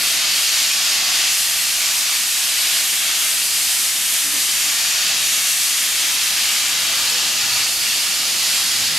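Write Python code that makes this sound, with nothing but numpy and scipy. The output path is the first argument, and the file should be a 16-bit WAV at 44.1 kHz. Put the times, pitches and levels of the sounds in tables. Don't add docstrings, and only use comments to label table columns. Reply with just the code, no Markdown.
import sys
import numpy as np
from scipy import signal
from scipy.fft import rfft, irfft, next_fast_len
from scipy.io import wavfile
from scipy.ndimage import uniform_filter1d, map_coordinates

SR = 44100
rng = np.random.default_rng(int(sys.argv[2]) if len(sys.argv) > 2 else 0)


def unload_audio(sound):
    columns = np.transpose(np.atleast_2d(sound))
    steps = np.round(np.clip(columns, -1, 1) * 32767)
    wavfile.write(sys.argv[1], SR, steps.astype(np.int16))


N = 396018


def amp(db):
    return 10 ** (np.asarray(db) / 20)


def unit(x):
    return x / np.sqrt(np.mean(x ** 2) + 1e-20)


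def along(points, hz):
    f, v = np.transpose(points)
    return np.interp(np.log(hz + 1), np.log(f + 1), v)


def curves(rows):
    s, *columns = np.transpose(rows)
    t = np.arange(N) / SR
    return [np.interp(t, s, column) for column in columns]


def wobble(rate):
    knots = rng.standard_normal(int(N * rate / SR) + 4)
    return map_coordinates(knots, [np.arange(N) * rate / SR])


def filtered(x, response):
    m = next_fast_len(N + 8192)
    return irfft(rfft(x, m) * response(np.fft.rfftfreq(m, 1 / SR)), m)[..., :N]


def patches(shape, db, tall, long):
    field = rng.standard_normal(shape)
    field = uniform_filter1d(field, size=tall, axis=0)
    field = uniform_filter1d(field, size=long, axis=1)
    return amp(db * unit(field))


# frequency in Hz, left-right likeness (0 to 1).
LIKENESS = [(25, 0.77), (60, 0.94), (130, 0.968), (290, 0.95), (640, 0.876), (1400, 0.85), (2100, 0.94),
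            (3100, 0.83), (6800, 0.83), (11200, 0.79), (11400, 0.94), (11700, 1), (15000, 1)]


def rush(layers, patchy_db, comb_db, size):
    hz, t, noise = signal.stft(rng.standard_normal((2, N)), SR, nperseg=size)
    at = np.clip((t * SR).astype(int), 0, N - 1)
    power = 0
    for spectrum, *db in layers:
        shape = unit(amp(along(spectrum, hz)))[:, None]
        power = power + shape ** 2 * amp(np.array(db)[:, None, at]) ** 2
    turn = np.arccos(np.clip(along(LIKENESS, hz), 0, 1)) / 2
    shares = np.array([np.cos(turn), np.sin(turn)])[..., None]
    eddies = patches(noise.shape[1:], patchy_db, tall=10, long=3)
    ridges = patches(noise.shape[1:], comb_db, tall=1, long=24)
    shaped = noise * np.sqrt(power) * shares * eddies * ridges
    return signal.istft(shaped, SR, nperseg=size)[1][:, :N]


# delay in seconds, low-frequency level in dB re the direct sound.
REFLECTIONS = [(.0013, -27.5), (.00156, -27.5), (.0022, -26.5), (.0042, -28.5), (.0064, -24.5)]


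def yard(x):
    def response(hz):
        dull = 1 / (1 + (hz / 2500) ** 2)
        copies = sum(amp(db) * np.exp(-2j * np.pi * hz * s) for s, db in REFLECTIONS)
        return 1 + dull * copies
    return filtered(x, response)


# time in seconds, air roar level in dB, sand hiss level in dB.
BLAST_LEVELS = [(0.0, -24.25, -23.75), (0.12, -23.5, -22.75), (0.25, -22.75, -26.5), (0.38, -23.0, -23.75),
                (1.12, -23.0, -27.0), (1.25, -21.25, -24.5), (1.38, -25.25, -22.75), (1.88, -24.0, -24.0),
                (2.0, -24.0, -22.25), (2.12, -24.25, -24.75), (2.25, -24.5, -22.25), (2.75, -23.0, -23.5),
                (2.88, -24.0, -22.5), (3.12, -23.0, -24.5), (3.25, -24.25, -22.0), (3.5, -26.0, -21.75),
                (4.62, -24.5, -22.5), (5.12, -23.0, -26.75), (5.25, -22.75, -23.5), (5.62, -25.25, -22.0),
                (5.75, -24.25, -23.0), (6.75, -23.0, -25.75), (7.62, -23.75, -26.0), (7.75, -26.5, -24.5),
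                (7.88, -24.25, -25.0), (8.25, -24.75, -26.25), (8.38, -24.5, -24.5), (8.98, -24.25, -26.0)]
# time in seconds, nozzle ring in dB, upper roar in dB.
SLOW_LEVELS = [(0.0, -24.5, -26.5), (0.5, -23.25, -23.5), (1.75, -25.0, -24.5), (2.0, -23.75, -23.5),
               (3.0, -26.5, -26.0), (3.5, -23.25, -24.5), (4.0, -26.25, -24.75), (4.75, -25.5, -23.25),
               (5.25, -25.0, -23.25), (6.75, -25.75, -25.0), (8.98, -24.0, -24.5)]
# time in seconds, left-right difference in dB.
BEAM_SWING = [(0.0, 0.7), (0.75, -0.3), (1.25, 0.4), (2.25, -0.1), (5.25, 0.9), (6.5, 0.1), (7.0, 0.6),
              (7.75, -1.3), (8.98, -1.5)]
# frequency in Hz, relative density in dB per Hz.
LOW_SHAPE = [(400, -38), (540, -23.5), (600, -8), (650, -3.5), (860, -3.5), (920, -5), (1200, 0.5),
             (1300, -0.5), (1500, -1.5), (2200, -26)]
ROAR_SHAPE = [(900, -37), (1400, -15.5), (1700, -7), (2200, -5), (2750, -1.5), (2950, -2), (3200, -2),
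              (3600, -2), (4100, -4.5), (4600, -39), (5500, -51)]
RING_SHAPE = [(3300, -31), (4100, -5.5), (4500, -0.5), (4800, -3), (5100, -2), (5500, -8.5), (6000, -17.5),
              (7000, -40)]
UPPER_SHAPE = [(4500, -40), (5500, -2.5), (6000, -3), (6300, -2), (7100, -2.5), (7400, -5), (8000, -12),
               (9500, -33)]
SAND_SHAPE = [(6000, -43.5), (7400, -4), (8200, -0.5), (9300, -2), (9600, -2), (11100, -3.5), (11400, -2.5),
              (12600, -5.5), (12900, -11), (13200, -8.5), (13600, -10.5), (14000, -11), (14500, -25),
              (15300, -23), (15750, -32)]
LOW_DB = -36.9
LOW_JET, RING_JET, UPPER_JET = .35, .2, .5
LOW_AIM, RING_AIM, UPPER_AIM = -.65, -.5, .15
DRIFT_DB, DRIFT_PER_S = .45, 5


def nozzle():
    roar, sand = curves(BLAST_LEVELS)
    ring, upper = curves(SLOW_LEVELS)
    jet = roar - roar.mean()
    aim = sand - sand.mean()

    def drift():
        return DRIFT_DB * wobble(DRIFT_PER_S)

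    low = LOW_DB + LOW_JET * jet + LOW_AIM * aim + drift()
    ring = ring + RING_JET * jet + RING_AIM * aim + drift()
    upper = upper + UPPER_JET * jet + UPPER_AIM * aim + drift()
    feed = wobble(14)

    def calm(db, share, tie):
        return db.mean() + share * (db - db.mean()) + tie * (low - low.mean())

    layers = [(LOW_SHAPE, low, low),
              (ROAR_SHAPE, roar, calm(roar, share=.62, tie=.3)),
              (RING_SHAPE, ring, calm(ring, share=.7, tie=.3)),
              (UPPER_SHAPE, upper, calm(upper, share=.4, tie=.4)),
              (SAND_SHAPE, sand + .47 * wobble(16), calm(sand, share=.4, tie=.4))]
    blast = rush(layers, patchy_db=.4, comb_db=1.9, size=2048)
    flutter = amp(.3 * feed + .25 * wobble(7))
    direct, scattered = flutter * blast
    treble = filtered(direct, lambda hz: np.clip((hz - 3600) / 1800, 0, 1) * (hz < 11500))
    pan = np.tanh(curves(BEAM_SWING)[0] * np.log(10) / 40)
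    side = scattered + treble * pan
    return yard(np.array([direct + side, direct - side]))


# time in seconds, rumble level in dB.
TRAFFIC_LEVELS = [(0, -47.5), (.5, -49.5), (1.6, -51.5), (3, -50.8), (3.5, -52), (5.2, -49.3), (5.55, -52),
                  (7.25, -46.5), (7.8, -47.8), (8.98, -46.3)]
# frequency in Hz, relative density in dB per Hz.
RUMBLE_SHAPE = [(90, -27), (160, 0), (220, -1), (300, 0.5), (370, -1), (430, -8), (600, -51.5)]
DEEP_SHAPE = [(15, -30), (30, -11), (50, -15), (80, 1.5), (130, -2.5), (200, -14), (300, -45)]
TYRE_SHAPE = [(330, -30), (440, -6.5), (500, -0.5), (560, -0.5), (620, -5.5), (800, -36)]
DEEP_DB, TYRE_DB = -10.5, -5
DEEP_GROWS, TYRE_GROWS = 1.3, 1.3


def traffic():
    rumble, = curves(TRAFFIC_LEVELS)
    mean = rumble.mean()
    swell = rumble - mean
    deep = mean + DEEP_DB + DEEP_GROWS * swell + 1.5 * wobble(3)
    tyres = mean + TYRE_DB + TYRE_GROWS * swell
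    layers = [(RUMBLE_SHAPE, rumble, rumble), (DEEP_SHAPE, deep, deep), (TYRE_SHAPE, tyres, tyres)]
    noise = rush(layers, patchy_db=.5, comb_db=1.6, size=4096)
    direct, scattered = amp(.59 * wobble(9)) * noise
    return np.array([direct + scattered, direct - scattered])


# mean frequency in Hz, level in dB before a fixed lift.
HUM_TONE = [(59.2, -60.5)]


def compressor():
    hz, db = HUM_TONE[0]
    level = amp(db + 2.5 + 1.2 * wobble(4))
    phase = 2 * np.pi * np.cumsum(hz + .35 * wobble(3)) / SR
    return level * np.sin(phase)


# time in seconds, firing rate in Hz, first-order level in dB and
# second-order level in dB, both before fixed lifts.
ENGINE_COURSE = [(4.2, 70, -74, -75), (4.8, 75, -64, -70), (5.3, 79.33, -65, -68), (5.9, 82.16, -70, -62),
                 (6.6, 85.8, -60, -66), (7.2, 91.2, -57, -58), (7.7, 96.14, -60, -66),
                 (8.2, 98.5, -66, -64), (8.6, 99.35, -62, -55), (8.98, 100.1, -62, -58)]


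def engine():
    rate_hz, first_db, second_db = curves(ENGINE_COURSE)
    turn = 2 * np.pi * np.cumsum(rate_hz + .6 * wobble(6)) / SR
    fade = np.clip((np.arange(N) / SR - ENGINE_COURSE[0][0]) / .3 + 1, 0, 1)
    orders = amp(first_db + 4) * np.sin(turn) + amp(second_db + 3) * np.sin(2 * turn)
    return fade * amp(1.2 * wobble(8.8)) * orders


# centre in seconds, mean pitch in Hz, rms level at the centre in dB,
# Gaussian half length in seconds, width of the pitch wander in Hz.
BOOM_TONES = [(4.27, 305, -44, .012, 60), (4.36, 293, -45, .035, 6.4), (4.36, 588, -50, .03, 10),
              (4.673, 297, -49, 0.018, 10.3), (6.948, 548, -45.5, .025, 20), (7.044, 523, -47, .025, 20),
              (7.16, 496, -44, .03, 20), (7.27, 290, -46.5, .025, 8), (7.301, 560, -49, .03, 27.8),
              (7.54, 117, -47, .07, 4.65), (8.83, 117, -46, 0.051, 4), (8.93, 155, -44.5, .04, 4)]


def booms():
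    out, t = np.zeros(N), np.arange(N) / SR
    for s, hz, db, half, width_hz in BOOM_TONES:
        swell = np.exp(-((t - s) / half) ** 2 / 2)
        phase = 2 * np.pi * np.cumsum(hz + width_hz / 2 * wobble(25)) / SR
        out += np.sqrt(2) * amp(db) * swell * np.sin(phase)
    return out


# centre in seconds, rms level at the centre in dB, Gaussian half length in seconds.
BUMPS = [(4.28, -44, .02), (4.36, -47, .04)]
# frequency in Hz, relative density in dB per Hz.
BUMP_SHAPE = [(120, -30), (190, -3), (300, 0), (400, -2), (480, -14), (700, -40)]


def thuds():
    t = np.arange(N) / SR
    swell = sum(amp(db) * np.exp(-((t - s) / half) ** 2 / 2) for s, db, half in BUMPS)
    noise = filtered(rng.standard_normal(N), lambda hz: amp(along(BUMP_SHAPE, hz)))
    return swell * unit(noise)


def scene():
    machines = compressor() + engine()
    late = np.pad(machines, (26, 0))[:N]
    return nozzle() + traffic() + np.array([machines, late]) + booms() + thuds()


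# frequency in Hz, left-right difference in dB.
PORT_BALANCE = [(60, 0), (400, -0.2), (900, -0.6), (1500, -0.5), (3200, 1.7), (4500, 0.5), (7500, -0.7),
                (9400, -0.5), (11000, -1), (11800, 0)]
# frequency in Hz, lead of the left port in radians.
PORT_LEAD = [(0, -0.021), (3190, 0.0082), (6030, -0.23), (9220, 0.012), (9560, -0.2), (11000, -0.3),
             (11500, -0.0), (15500, 0.0)]
TOP_HZ = 15750


def record(dry):
    half = np.array([[.5], [-.5]])

    def response(hz):
        gain = amp(half * along(PORT_BALANCE, hz))
        phase = np.exp(1j * half * along(PORT_LEAD, hz))
        return gain * phase * (hz < TOP_HZ)
    return filtered(dry, response)


dry = scene()
out = record(dry)
unload_audio(out)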